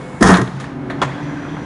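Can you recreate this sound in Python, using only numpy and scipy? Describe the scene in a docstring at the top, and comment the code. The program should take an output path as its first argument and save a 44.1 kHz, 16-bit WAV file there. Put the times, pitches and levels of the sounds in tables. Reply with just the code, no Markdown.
"""Paper guillotine, close up

A print shop, the microphone so close to a power guillotine that the loudest peaks overload it.
The clamp thuds down, the blade crunches through the stack and shakes the frame, linkages click and
the blade carrier parks with a steel clunk. A hand then slides paper over the table.
Behind it all the drive motor hums and air hisses."""
import sys
import numpy as np
from scipy import signal
from scipy.fft import rfft, irfft
from scipy.io import wavfile
from scipy.ndimage import uniform_filter1d

SR = 44100
rng = np.random.default_rng(int(sys.argv[2]) if len(sys.argv) > 2 else 0)


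def pcm_store(signal):
    """Save signal as 16-bit PCM."""
    levels = np.round(np.clip(np.atleast_2d(signal), -1, 1) * 32767)
    wavfile.write(sys.argv[1], SR, levels.astype(np.int16).T)


N = 72765

# the blade's way through the stack: t/s, frame level/dB, crunch level/dB, tearing level/dB
BLADE_PASS = [(0.205, -45, -39, -43), (0.213, -12.5, -25, -37), (0.228, -8, -14, -25),
              (0.243, -10, -12.5, -25.5), (0.275, -14, -11.5, -20), (0.305, -7.5, -9, -22.5),
              (0.345, -17, -13.5, -29.5), (0.385, -23, -19, -41), (0.42, -14.5, -23.5, -48.5),
              (0.445, -33, -43, -48), (0.48, -53, -50, -66), (0.58, -59, -71, -55)]
# modes of the cast frame, then of the steel table and blade: f/Hz, relative level/dB, t60/s
FRAME_MODES = [(89.1, -7, 0.12), (131.5, -6.5, 0.076), (183.4, -3.5, 0.092), (276, -2, 0.077),
               (360.4, -4, 0.12), (445, -5.5, 0.062)]
STEEL_MODES = [(585, -0.5, 0.75), (680.8, 7, 0.13), (906, -0.5, 0.19), (1015, 3, 0.054), (1074, 1, 0.069),
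               (1251.4, 9, 0.16), (1350, -9, 0.099), (1762, -5.5, 0.17), (1862, 5, 0.1)]
# spectra of paper crunching and tearing: f/Hz, relative level/dB
CRUNCH_SPECTRUM = [(150, -32), (480, -6.5), (700, -4.5), (1150, 0), (1850, -4), (2200, -17.5), (2900, -23),
                   (5000, -37)]
TEAR_SPECTRUM = [(1200, -22), (2300, -3.5), (2900, -16), (3300, 7.5), (4000, 0), (6500, 8), (7600, -3),
                 (10400, -3.5)]
def cut():
    """Sheets snap in quick succession under the blade, shaking the frame and ringing the steel."""
    force, crunch, tear = curves(BLADE_PASS)
    snaps = grains(per_s=1500)
    fibres = unit(snaps + 1.26 * rng.standard_normal(N))
    burst = rng.standard_normal(N) * strike(0, rise=0.0001, t60=0.005)
    crackle = unit(signal.fftconvolve(grains(per_s=260), burst)[:N])
    body = unit(colour(fibres, CRUNCH_SPECTRUM) + undb(-4) * ring(snaps, STEEL_MODES))
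    tearing = colour(fibres + 1.3 * crackle, TEAR_SPECTRUM)
    cutting = (clock() > BLADE_PASS[0][0]) * (clock() < BLADE_PASS[-1][0])
    return cutting * (force * ring(snaps, FRAME_MODES) + crunch * body + tear * tearing)


# bundles of sheets breaking: t/s, level/dB
BUNDLE_BREAKS = [(0.2824, -16), (0.3048, -19)]
def cracks():
    """Bundles of sheets give way at once with a sharp crack."""
    envelope = sum(undb(db) * strike(start, rise=0.00062, t60=0.021) for start, db in BUNDLE_BREAKS)
    return envelope * noise(TEAR_SPECTRUM)


# heavy blows, right by the microphone: t/s, f/Hz, level/dB, rise/s, t60/s
BLOWS = [(0.2093, 282, -5, 0.0019, 0.045), (0.2138, 223, 4, 0.0062, 0.034),
         (0.226, 104.6, -13.5, 0.011, .2), (0.246, 180.4, -7.5, 0.0048, 0.26),
         (0.287, 236.4, 0, 0.0084, 0.038), (0.315, 178, 0.5, 0.012, 0.15), (0.383, 319, -7, 0.0077, 0.032),
         (0.405, 125, -11, 0.021, 0.14), (0.529, 133.2, -22.5, 0.016, 0.5), (1.049, 134.2, -20, .02, 0.22)]
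def thumps(overshoot=0.084, settle_s=0.011):
    """Clamp, blade and carrier land with low booms that start sharp and settle in pitch."""
    booms = 0
    for start, hz, db, rise, t60 in BLOWS:
        age = np.maximum(clock() - start, 0)
        cycles = hz * (age + overshoot * settle_s * (1 - np.exp(-age / settle_s)))
        booms = booms + undb(db) * strike(start, rise, t60) * np.sin(2 * np.pi * cycles)
    return booms


def sway():
    """The whole machine rocks on its feet at the first blow."""
    return undb(-16.5) * struck_mode(BLOWS[0][0], hz=52, rise=0.013, t60=0.5)


# the carrier hits its stop and rebounds: t/s, level/dB
STOP_HITS = [(1.0164, -12), (1.0235, -13), (1.031, -15.5), (1.046, -24)]
# spectrum of those hits: f/Hz, relative level/dB
CLUNK_SPECTRUM = [(90, -12), (250, 1), (600, -1.5), (1050, 2), (1500, -1.5), (2050, -7), (2850, -14),
                  (3300, -13.5), (4200, -21), (7000, -22), (10400, -36)]
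# modes of the stop: f/Hz, relative level/dB, t60/s
STOP_MODES = [(592, -10, 0.16), (851, -4, 0.15), (1010, 4.5, 0.07), (1095, 2.5, 0.085), (1380, -1, 0.09),
              (3380, -2, 0.045)]
PARK_S = STOP_HITS[0][0]
def clunk():
    """The carrier rings its stop, then rattles against it; a diffuse ring lingers in the housing."""
    stop = sum(undb(db) * struck_mode(PARK_S, hz, rise=0.00093, t60=t60) for hz, db, t60 in STOP_MODES)
    rattle = sum(undb(db) * strike(start, rise=0.00062, t60=0.07) * noise(CLUNK_SPECTRUM)
                 for start, db in STOP_HITS)
    housing = strike(PARK_S, rise=0.0013, t60=0.26) * noise(CLUNK_SPECTRUM)
    return rattle + undb(-15) * stop + undb(-21.5) * housing


# linkage knocks: t/s, body level/dB, presence level/dB, treble level/dB, t60/s
LINKAGE_KNOCKS = [(0.2091, -22.5, -33, -28, 0.047), (0.225, -5, -19.5, -11, 0.04),
                  (0.338, -16.5, -20.5, -41, 0.13), (0.3689, -13.5, -30, -23, 0.047),
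                  (0.415, -26, -32.5, -28.5, 0.034), (0.4754, -23.5, -33, -44, 0.024),
                  (0.599, -32, -37.5, -37.5, 0.15), (0.6405, -26.5, -41.5, -49, 0.052),
                  (0.899, -22.5, -34, -45.5, 0.15)]
# spectra of a knock's three bands: f/Hz, relative level/dB
KNOCK_BODY = [(300, -23), (600, 0), (1000, -5), (1300, 0), (1900, -1.5), (2300, -12.5), (4000, -53)]
KNOCK_PRESENCE = [(1500, -21), (2300, 2.5), (2900, -1), (3400, 1), (4200, -0.5), (5500, -36)]
KNOCK_TREBLE = [(3000, -37), (4600, 0), (6500, 3.5), (7700, -3), (10400, -4)]
def clicks():
    """Linkage parts knock: a bright crack and a brief ring of the steel."""
    body = unit(noise(KNOCK_BODY) + undb(-5) * ring(rng.standard_normal(N), STEEL_MODES))
    presence, treble = noise(KNOCK_PRESENCE), noise(KNOCK_TREBLE)
    knocks = 0
    for start, body_db, presence_db, treble_db, t60 in LINKAGE_KNOCKS:
        blend = undb(body_db) * body + undb(presence_db) * presence + undb(treble_db) * treble
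        knocks = knocks + strike(start, rise=0.0013, t60=t60) * blend
    return knocks


# taps on the table: t/s, level/dB
TABLE_TAPS = [(1.197, -32), (1.331, -29.5), (1.431, -32), (1.451, -32), (1.566, -25)]
def taps():
    """Fingers and paper edges tap lightly on the table."""
    envelope = sum(undb(db) * strike(start, rise=0.0013, t60=0.06) for start, db in TABLE_TAPS)
    return envelope * band(hz=980, octaves=0.82)


# resonances of the sliding paper: f/Hz, level/dB
PAPER_BANDS = [(1600, -43.5), (2000, -45.5), (2500, -51.5), (3300, -51.5)]
def rustle(flicker_db=3.2):
    """A hand slides paper over the table: each resonance of the sheets catches and slips on its own."""
    scrapes = sum(undb(db + flicker_db * walk(29.83)) * band(hz, octaves=0.13) for hz, db in PAPER_BANDS)
    return strike(1.07, rise=0.024, t60=9.2) * scrapes


# the running drive: t/s, motor gain/dB, rumble level/dB, hiss level/dB
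DRIVE_LEVELS = [(0, -6, -31, -44.5), (0.2, -23, -30.5, -47), (0.5, -17.5, -33, -45.5),
                (0.66, -7, -29.5, -41.5), (0.78, 1, -31.5, -52), (0.97, 1, -28, -46.5),
                (1.1, -2, -27.5, -40), (1.3, 2.5, -29.5, -44), (1.65, -4.5, -28.5, -44.5)]
# motor lines: f/Hz, relative level/dB under load, relative level/dB once parked
MOTOR_LINES = [(133, -35, -38), (150.3, -35.5, -33), (253, -35.5, -41.5), (278.8, -32.5, -32.5),
               (296.7, -41.5, -31.5), (369, -38, -48)]
# spectra of the drive's rumble and hiss: f/Hz, relative level/dB
RUMBLE_SPECTRUM = [(25, -20), (50, -4), (90, -2.5), (135, 4.5), (320, 0), (500, -7), (850, -7), (1800, -14),
                   (2400, -24), (5000, -48.5)]
HISS_SPECTRUM = [(1200, 5.5), (2300, 4), (2900, 1), (3300, 1.5), (4300, -3), (6800, -9), (7700, -15.5),
                 (10000, -21.5)]
def drive(settle_s=0.28):
    """Over rumble and hiss the motor hums, louder after the cut, changing colour as the carrier parks."""
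    motor, rumble, hiss = curves(DRIVE_LEVELS)
    parked = np.clip((clock() - PARK_S) / settle_s, 0, 1)
    hum = sum(undb(load_db + parked * (parked_db - load_db)) * tone(hz, drift_hz=1.26, waver_db=1.6)
              for hz, load_db, parked_db in MOTOR_LINES)
    return motor * hum + rumble * noise(RUMBLE_SPECTRUM) + hiss * noise(HISS_SPECTRUM)


# thin tones in the shop: f/Hz, level/dB before the cut
SHOP_TONES = [(167, -39.5), (506, -41), (2196, -50)]
def whine():
    """Faint shop tones waver in the background and drop back as the cut begins."""
    tones = sum(undb(db) * tone(hz, drift_hz=2.56, waver_db=2) for hz, db in SHOP_TONES)
    return tones * undb(-9.5 * (1 - idle()))


# air whistles: f/Hz, level/dB
AIR_WHISTLES = [(5915, -57), (6780, -64), (8250, -71)]
def air():
    """Air hisses high with one thin whistle until the cut; three whistles start after the clunk."""
    hiss = undb(-52) * noise([(4000, -24), (7000, -1), (10000, -4)])
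    idle_whistle = undb(-63) * tone(7050, drift_hz=30, waver_db=2, rate=370)
    whistles = sum(undb(db) * tone(hz, drift_hz=30, waver_db=2, rate=250) for hz, db in AIR_WHISTLES)
    return idle() * (hiss + idle_whistle) + strike(1.2, rise=0.03, t60=17) * whistles


def room(x):
    """The print shop answers with a diffuse, slightly dull tail, faint from this close."""
    tail = noise([(180, -5), (500, -4.5), (2000, -3), (10000, -6)]) * strike(0.01, rise=0.012, t60=0.67)
    return undb(-16.5) * signal.fftconvolve(x, tail / np.sqrt(np.sum(tail ** 2)))[:N]


def undb(db):
    """Decibels to gain."""
    return 10 ** (np.asarray(db) / 20)


def unit(x):
    """Scale to rms 1."""
    return x / np.sqrt(np.mean(x ** 2))


def clock():
    """Time of each sample in seconds."""
    return np.arange(N) / SR


def idle():
    """1 while the machine waits, fading to 0 as the cut begins."""
    return np.interp(clock(), [0.21, 0.31], [1, 0])


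def curves(table):
    """One gain curve for each dB column of a timed table."""
    times, *columns = np.array(table).T
    return [undb(np.interp(clock(), times, db)) for db in columns]


def colour(x, points):
    """Filter by (f/Hz, level/dB) points, to rms 1."""
    hz, db = np.array(points).T
    f = np.maximum(np.fft.rfftfreq(N, 1 / SR), 1)
    gain = undb(np.interp(np.log(f), np.log(hz), db))
    return unit(irfft(rfft(x) * gain, N))


def noise(points):
    """Coloured noise, rms 1."""
    return colour(rng.standard_normal(N), points)


def band(hz, octaves):
    """Noise in one resonance, rms 1."""
    f = np.maximum(np.fft.rfftfreq(N, 1 / SR), 1)
    bell = np.exp(-(np.log2(f / hz) / octaves) ** 2)
    return unit(irfft(rfft(rng.standard_normal(N)) * bell, N))


def grains(per_s, spread_db=4):
    """Random snaps of uneven size, rms 1."""
    impulses = (rng.random(N) < per_s / SR) * np.sign(rng.standard_normal(N))
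    sizes = undb(spread_db * np.clip(rng.standard_normal(N), -2, 2))
    return unit(impulses * sizes)


def walk(rate):
    """Smooth random wander with `rate` steps a second, rms 1."""
    hold = int(SR / rate)
    steps = np.repeat(rng.standard_normal(N // hold + 1), hold)
    return unit(uniform_filter1d(steps, hold)[:N])


def strike(start, rise, t60):
    """Envelope with a straight rise and an exponential fall; times in seconds."""
    age = clock() - start
    return np.clip(age / rise, 0, 1) * np.exp(-np.log(1000) * np.maximum(age - rise, 0) / t60)


def struck_mode(start, hz, rise, t60):
    """One damped sine set off by a blow."""
    return strike(start, rise, t60) * np.sin(2 * np.pi * hz * (clock() - start))


def ring(x, modes):
    """Drive damped modes of alternating polarity; their levels set their shares of the power."""
    t = clock()
    response = 0
    for k, (hz, db, t60) in enumerate(modes):
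        decay = np.exp(-np.log(1000) * t / t60) / np.sqrt(t60)
        response = response + (-1) ** k * undb(db) * decay * np.sin(2 * np.pi * hz * t)
    return unit(signal.fftconvolve(x, response)[:N])


def tone(hz, drift_hz, waver_db, rate=14):
    """A sine whose pitch and level wander, rms 1."""
    level = undb(waver_db * walk(rate))
    pitch = hz + drift_hz * walk(rate)
    return unit(level * np.sin(2 * np.pi * np.cumsum(pitch) / SR))


def scene():
    """One stroke of the guillotine over its running drive, heard in mono from beside the machine."""
    stroke = thumps() + sway() + cut() + cracks() + clicks() + clunk() + taps()
    return (stroke + room(stroke) + rustle() + drive() + whine() + air())[None]


def record(dry):
    """The sound loses its deepest bass, overloads on the loudest peaks and has no highs above 10.6 kHz."""
    low_cut_hz, top_hz, knee = 38, 10600, 4.8
    x = signal.sosfilt(signal.butter(4, low_cut_hz, "high", fs=SR, output="sos"), dry)
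    clipped = x / (1 + np.abs(x) ** knee) ** (1 / knee)
    return signal.sosfilt(signal.ellip(10, 0.2, 70, top_hz, fs=SR, output="sos"), clipped)


dry = scene()
out = record(dry)
pcm_store(out)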